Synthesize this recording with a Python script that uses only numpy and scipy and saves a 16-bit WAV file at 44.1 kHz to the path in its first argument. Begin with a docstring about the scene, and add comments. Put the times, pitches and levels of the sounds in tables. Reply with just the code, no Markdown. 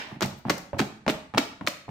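"""A hard-walled kitchen: a wire whisk beats thick batter in a hand-held plastic bowl, close to a stereo pair.
About three and a half strokes a second: dull knocks, a quick cluster of clacks, a squelch of batter.
Each contact is a snap plus damped noise, with the bowl's low modes thudding; batter is swarms of tiny pops.
The room is decaying noise convolved with the close sound, over a quiet floor of rumble and hiss."""
import sys
import numpy as np
from scipy import signal
from scipy.fft import rfft, irfft
from scipy.io import wavfile
from scipy.ndimage import uniform_filter1d

SR = 44100
rng = np.random.default_rng(int(sys.argv[2]) if len(sys.argv) > 2 else 0)


def persist_wave(psi):
    """Save psi, clipped to +-1, as 16-bit WAV."""
    counts = np.round(np.clip(psi, -1, 1) * 32767).astype(np.int16)
    wavfile.write(sys.argv[1], SR, np.atleast_2d(counts).T)


N = 83790
LEAD = SR // 5  # samples of run-up, so that the room already rings at the start
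SIZE = N + LEAD
T = np.arange(SR // 5) / SR  # time within one short sound, s


def amp(db):
    """Decibels to gain."""
    return 10 ** (np.asarray(db) / 20)


def along(points, hz):
    """(Hz, value) points interpolated on a log frequency axis."""
    f, v = np.transpose(points)
    return np.interp(np.log(hz + 1), np.log(f + 1), v)


def freqs(x):
    """The frequencies of a signal's spectrum, in Hz."""
    return np.fft.rfftfreq(x.shape[-1], 1 / SR)


def tilt(hz, db_per_octave):
    """Brightness: a slope in dB that reaches its full steepness well above 500 Hz."""
    return db_per_octave * np.log2(1 + hz / 500)


def burst(x):
    """Fade out a short sound and scale it to the energy of 10 ms at rms 1."""
    x = x * np.clip(2 - T / T[-1] / .45, 0, 1)
    energy = np.mean(np.sum(x ** 2, axis=-1))
    return x / np.sqrt(energy / (SR / 100) + 1e-20)


def add(track, s, sound):
    """Mix a sound in at time s."""
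    i = max(0, round(s * SR) + LEAD)
    track[:, i:i + sound.shape[-1]] += sound[..., :SIZE - i]


def coloured(x, shape_db):
    """Causal minimum-phase filter with a given level at each frequency."""
    n = x.shape[-1]
    cepstrum = irfft(np.log(amp(shape_db)), n)
    # folding the cepstrum forward in time makes the filter causal
    cepstrum[1:n // 2] *= 2
    cepstrum[n // 2 + 1:] = 0
    return irfft(rfft(x) * np.exp(rfft(cepstrum)), n)


def spread(pair, alike):
    """Two unrelated signals become left and right with a given likeness (correlation)."""
    turn = np.arccos(np.clip(along(alike, freqs(pair)), -1, 1)) / 2
    mid, side = irfft(rfft(pair) * [np.cos(turn), np.sin(turn)], pair.shape[-1])
    return np.array([mid + side, mid - side])


# how alike the close sound is at the two microphones: (f/Hz, left-right likeness 0..1)
CLOSE_ALIKE = [(100, 0.77), (300, 0.87), (700, 0.62), (1700, 0.2), (4000, 0.31), (12000, 0.018)]
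SNAP_DB, SNAP_DELAY_S, SNAP_HZ = -4.5, 0.000499, 4640  # level beside the ring, delay, low-pass corner
BITE_HZ, BITE_OCTAVES = 2800, 0.47  # centre and width of the upper-mid bite


def contact(t60, colour, tilt_db, bite_db=0):
    """One sharp snap, then the dense, quickly damped ringing of the plastic."""
    hz = freqs(T)
    noise = rfft(rng.standard_normal((2, len(T))) * amp(-60 * T / t60))
    # even out the noise spectrum, so that the colour table alone sets the tone
    power = uniform_filter1d(np.abs(noise) ** 2, size=160, axis=1)
    ring = noise / np.sqrt(np.abs(power) + 1e-12)
    delay = np.exp(-2j * np.pi * hz * SNAP_DELAY_S)
    snap = amp(SNAP_DB) * delay / (1 + 1j * hz / SNAP_HZ)
    hit = spread(irfft(ring, len(T)), CLOSE_ALIKE) + irfft(snap, len(T))
    bite = np.exp(-(np.log2((hz + 1) / BITE_HZ) / BITE_OCTAVES) ** 2 / 2)
    shape_db = along(colour, hz) + tilt(hz, tilt_db) + bite_db * bite
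    return burst(coloured(hit, shape_db))


# modes of the loaded bowl before scatter and detuning: (f/Hz, relative level/dB, t60/s)
BOWL_MODES = [(96.2, -11.5, 0.11), (131.3, -4.5, 0.12), (162, -8.5, 0.075), (202.8, -3, 0.11),
              (230.6, -2, 0.055), (273.4, 2, 0.049), (316, 1, 0.042), (360, 0.5, 0.028), (615, -6.5, 0.075),
              (624, -15, 0.11), (766, -13, 0.024), (863, -5, 0.023), (1013, -18.5, 0.027)]
LOAD_DETUNE, MODE_SCATTER_DB = .03, 2  # standard deviations: fraction of frequency, level
BOWL_ATTACK_S, FOCUS_OCTAVES = 0.0014, 0.77


def bowl(centre_hz):
    """The damped low modes of the bowl, detuned by shifting batter; where the whisk lands decides which lead."""
    hz, db, t60 = np.transpose(BOWL_MODES)[:, :, None]
    size, detune = rng.standard_normal((2, len(BOWL_MODES), 1))
    sign = (-1) ** np.arange(len(BOWL_MODES))[:, None]
    envelope = sign * amp(db + MODE_SCATTER_DB * size - 60 * T / t60)
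    modes = envelope * np.sin(2 * np.pi * hz * (1 + LOAD_DETUNE * detune) * T)
    focus = np.exp(-(np.log2(hz / centre_hz) / FOCUS_OCTAVES) ** 2 / 2)
    attack = 1 - np.exp(-T / BOWL_ATTACK_S)
    return burst((focus * modes).sum(0) * attack)


# wires hit the bowl wall:
# (t/s, clack level/dB, brightness/dB per octave, upper-mid bite/dB, thud level/dB, thud centre f/Hz)
WALL_CLACKS = [(-.07, -12.5, -1.2, 1.5, -44, 500), (.2080, -30.5, 2.5, -7, -41, 303),
               (.2170, -30, -4, -8, -26, 510), (0.2233, -28, 4.5, -1.5, -38, 202),
               (0.2287, -25.5, -1.5, -11, -25, 143), (.2590, -40.5, 8.5, -6, -39, 160),
               (0.4967, -24.5, 3, -9, -60, 251), (.5000, -20.5, -2, 0, -24, 244),
               (.5030, -30, 3, -33, -26, 259), (0.5056, -26, -0.5, -7.5, -23, 200),
               (0.5808, -43, 7.5, -22, -48, 202), (0.7918, -28, -1, -3, -33.5, 277),
               (.7940, -23, -3, -4, -19, 266), (0.8011, -25.5, 0.5, -2.5, -25, 235),
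               (0.8157, -33, -7.5, 4, -32, 266), (1.0793, -20.5, -4, -4, -34, 650),
               (1.085, -33, 1, -15, -29, 644), (1.0922, -29.5, 4, 14, -22.5, 290),
               (1.0986, -26.5, 0, 0.5, -32.5, 295), (1.3745, -25.5, -3, -0.5, -31.5, 497),
               (1.3791, -17, 0.5, -4, -23, 326), (1.3825, -23, 5.5, 5, -25, 285),
               (1.6662, -36.5, 4.5, -5, -67, 397), (1.6726, -28, 5, 0.5, -33.5, 400),
               (1.674, -21.5, 0.4, 4.5, -36.5, 330), (1.6827, -31.5, 4.5, -29, -53.5, 400)]
# the whisk knocks the bowl through a cushion of batter:
# (t/s, knock level/dB, brightness/dB per octave, thud level/dB, thud centre f/Hz)
CUSHIONED_KNOCKS = [(0.1152, -43, -2, -35, 190), (0.159, -46, -1, -37.5, 220),
                    (0.25, -30, -5.5, -38.5, 180), (0.327, -49, -3, -36.5, 134),
                    (0.4519, -31, -3, -28, 166), (0.467, -37, -1.5, -33, 200),
                    (0.484, -29.5, -3, -38.5, 245), (0.7311, -30.5, -4, -32.5, 950),
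                    (0.7442, -34, -3, -38, 216), (0.7664, -37.5, -3, -37, 398),
                    (.8205, -30.5, 2.5, -29, 270), (1.0645, -26.5, 2, -25, 252),
                    (1.0810, -26.5, 4, -31, 640), (1.1404, -34.5, 1.5, -36.5, 248),
                    (1.3382, -34, 2, -30, 150), (1.3467, -28.5, 2, -29, 200), (1.6106, -34, -1, -36, 280),
                    (1.6422, -39, -8, -42, 260), (1.724, -64, 14, -51, 300), (1.881, -38, -4.5, -33, 198),
                    (1.8900, -40, 3, -27, 163)]
# spectrum of a clack before brightness and bite: (f/Hz, relative level/dB)
CLACK_SPECTRUM = [(40, -29), (120, -18.5), (260, 2.5), (500, 3.5), (900, 1.5), (1400, 4.5), (2300, 2.5),
                  (4000, -1.5), (6300, -9), (8000, -18), (9500, -21), (10500, -33), (12300, -30),
                  (13300, -21), (15300, -28.5), (16500, -50)]
# spectrum of a knock before brightness: (f/Hz, relative level/dB)
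KNOCK_SPECTRUM = [(30, -25), (100, 5.5), (300, -1), (500, -6), (850, 1), (1400, -12.5), (2500, -18),
                  (5000, -35), (9000, -47), (14000, -64)]
CLACK_T60_S, KNOCK_T60_S = 0.023, 0.038


def whisk():
    """Hard clacks and cushioned knocks; both set the bowl thudding."""
    out = np.zeros((2, SIZE))
    for s, db, tilt_db, bite_db, thud_db, thud_hz in WALL_CLACKS:
        clack = amp(db) * contact(CLACK_T60_S, CLACK_SPECTRUM, tilt_db, bite_db)
        add(out, s, clack + amp(thud_db) * bowl(thud_hz))
    for s, db, tilt_db, thud_db, thud_hz in CUSHIONED_KNOCKS:
        knock = amp(db) * contact(KNOCK_T60_S, KNOCK_SPECTRUM, tilt_db)
        add(out, s, knock + amp(thud_db) * bowl(thud_hz))
    return out


POPS_PER_S, POP_SPREAD_DB = 2500, 4  # mean rate per channel, standard deviation of pop level


def swarm(swell, colour, tilt_db=0):
    """Many tiny pops of uneven size, at random instants under one swell."""
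    shape = (2, len(T))
    sizes = np.sign(rng.standard_normal(shape)) * amp(POP_SPREAD_DB * rng.standard_normal(shape))
    pops = (rng.random(shape) < POPS_PER_S / SR) * sizes * swell
    hz = freqs(T)
    shape_db = along(colour, hz) + tilt(hz, tilt_db)
    return burst(spread(coloured(pops, shape_db), CLOSE_ALIKE))


# batter tears from the wires: (t/s at its height, level/dB, rise/s, brightness/dB per octave)
BATTER_SQUELCHES = [(.015, -54, 0.053, -4), (.06, -52, 0.036, -3), (0.229, -27, 0.018, 0.5),
                    (.385, -61, 0.029, 17), (0.507, -29, 0.018, 0.5), (0.795, -27, 0.018, 1.5),
                    (1.101, -30.5, .02, 1.5), (1.388, -28.5, .014, -1), (1.675, -37, 0.011, 0.5)]
# spectrum of a squelch before brightness: (f/Hz, relative level/dB)
SQUELCH_SPECTRUM = [(50, -42), (200, -10), (600, -12), (2000, 10.5), (5000, -1), (8000, -5.5),
                    (9500, -13.5), (11000, -18), (12300, -14), (13500, -11), (15300, -15), (16500, -33)]
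# the whisk drags through the thick mass: (start t/s, length/s, level/dB)
WHISK_DRAGS = [(0.059, 0.11, -38.5), (0.281, 0.055, -44), (0.458, 0.067, -35.5), (.732, 0.1, -42.5),
               (1.115, 0.11, -43.5), (1.343, 0.056, -35.5), (1.613, .06, -43.5)]
# spectrum of a drag: (f/Hz, relative level/dB)
DRAG_SPECTRUM = [(40, -17), (110, 0.5), (280, -5.5), (450, -11), (800, -1.5), (1400, -10), (3000, -17.5),
                 (6000, -32), (14000, -42)]
SQUELCH_FALL_S = 0.014  # time constant


def batter():
    """A low churning while the wires drag, and a wet crackle of air pockets as they tear free."""
    out = np.zeros((2, SIZE))
    for s, db, rise, tilt_db in BATTER_SQUELCHES:
        fall = np.exp(-np.maximum(T - rise, 0) / SQUELCH_FALL_S)
        swell = np.minimum(T / rise, 1) ** 2 * fall
        add(out, s - rise, amp(db) * swarm(swell, SQUELCH_SPECTRUM, tilt_db))
    for s, length, db in WHISK_DRAGS:
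        arch = np.sqrt(np.clip(T / length * (1 - T / length), 0, 1))
        add(out, s, amp(db) * swarm(arch, DRAG_SPECTRUM))
    return out


# how alike the room is at the two microphones: (f/Hz, left-right likeness 0..1)
ROOM_LIKENESS = [(100, 1), (280, .93), (600, 0.81), (1100, 0), (4000, 0)]
# how long the kitchen rings: (f/Hz, t60/s)
ROOM_RING = [(100, 0.74), (260, 0.39), (700, 0.45), (1840, 0.55), (4850, 0.44), (9000, 0.39), (14000, 0.32)]
# how loud the kitchen rings: (f/Hz, level/dB against the direct sound)
ROOM_LEVEL = [(50, -9), (130, -2), (260, -15.5), (600, -4.5), (1500, -10.5), (4000, -8), (8000, -6),
              (14000, -7.5)]
ROOM_BUILD_S = 0.0053  # time constant


def room_tail():
    """One diffuse answer of the room; each frequency dies at its own speed."""
    hz, t, noise = signal.stft(rng.standard_normal((2, SR * 2 // 3)), SR, nperseg=256)
    decay = amp(-60 * t / along(ROOM_RING, hz)[:, None]) * (1 - np.exp(-t / ROOM_BUILD_S))
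    # equal energy at every frequency before the level table
    decay /= np.sqrt(np.sum(decay ** 2, axis=1, keepdims=True) * t[1] * SR)
    level = amp(along(ROOM_LEVEL, hz))[:, None]
    tail = signal.istft(noise * decay * level, SR, nperseg=256)[1]
    return spread(tail, ROOM_LIKENESS)


STROKE_S = .29  # a fresh room answer is drawn this often


def kitchen(x):
    """The bowl moves in the hand, so the room answers each stroke-long stretch a little differently."""
    out = np.zeros((2, SIZE))
    step = round(STROKE_S * SR)
    for i in range(0, SIZE, step):
        answer = signal.fftconvolve(x[:, i:i + step], room_tail(), axes=1)
        add(out, (i - LEAD) / SR, answer)
    return out


# spectrum of the quiet room: (f/Hz, relative level/dB)
FLOOR_SPECTRUM = [(20, -1), (60, 12), (130, 10), (300, 3), (1000, -4), (4000, -25), (9000, -23),
                  (16000, -66)]
FLOOR_DB = -62  # rms level


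def floor():
    """The quiet rumble and hiss of the room, as steady filtered noise."""
    x = rng.standard_normal((2, N))
    x = spread(coloured(x, along(FLOOR_SPECTRUM, freqs(x))), ROOM_LIKENESS)
    return amp(FLOOR_DB) * x / x.std()


def scene():
    """Whisk and batter close by, the kitchen ringing around them, the room's floor beneath."""
    near = whisk() + batter()
    return (near + kitchen(near))[:, LEAD:] + floor()


# colour difference of the two microphones: (f/Hz, left minus right level/dB)
MIC_BALANCE = [(60, -1), (250, -1.5), (600, -3), (1200, 0), (2500, -0.5), (5000, 2), (8000, 3), (11000, 7),
               (14000, 9.5)]
TOP_HZ = 16500  # band limit


def record(dry):
    """The two microphones differ in colour; nothing is kept above the band limit."""
    x = np.pad(dry, ((0, 0), (0, LEAD)))
    hz = freqs(x)
    lean_db = along(MIC_BALANCE, hz) / 2  # half the difference to each side
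    response = amp([lean_db, -lean_db]) * (hz < TOP_HZ)
    return irfft(rfft(x) * response, x.shape[-1])[:, :N]


dry = scene()
out = record(dry)
persist_wave(out)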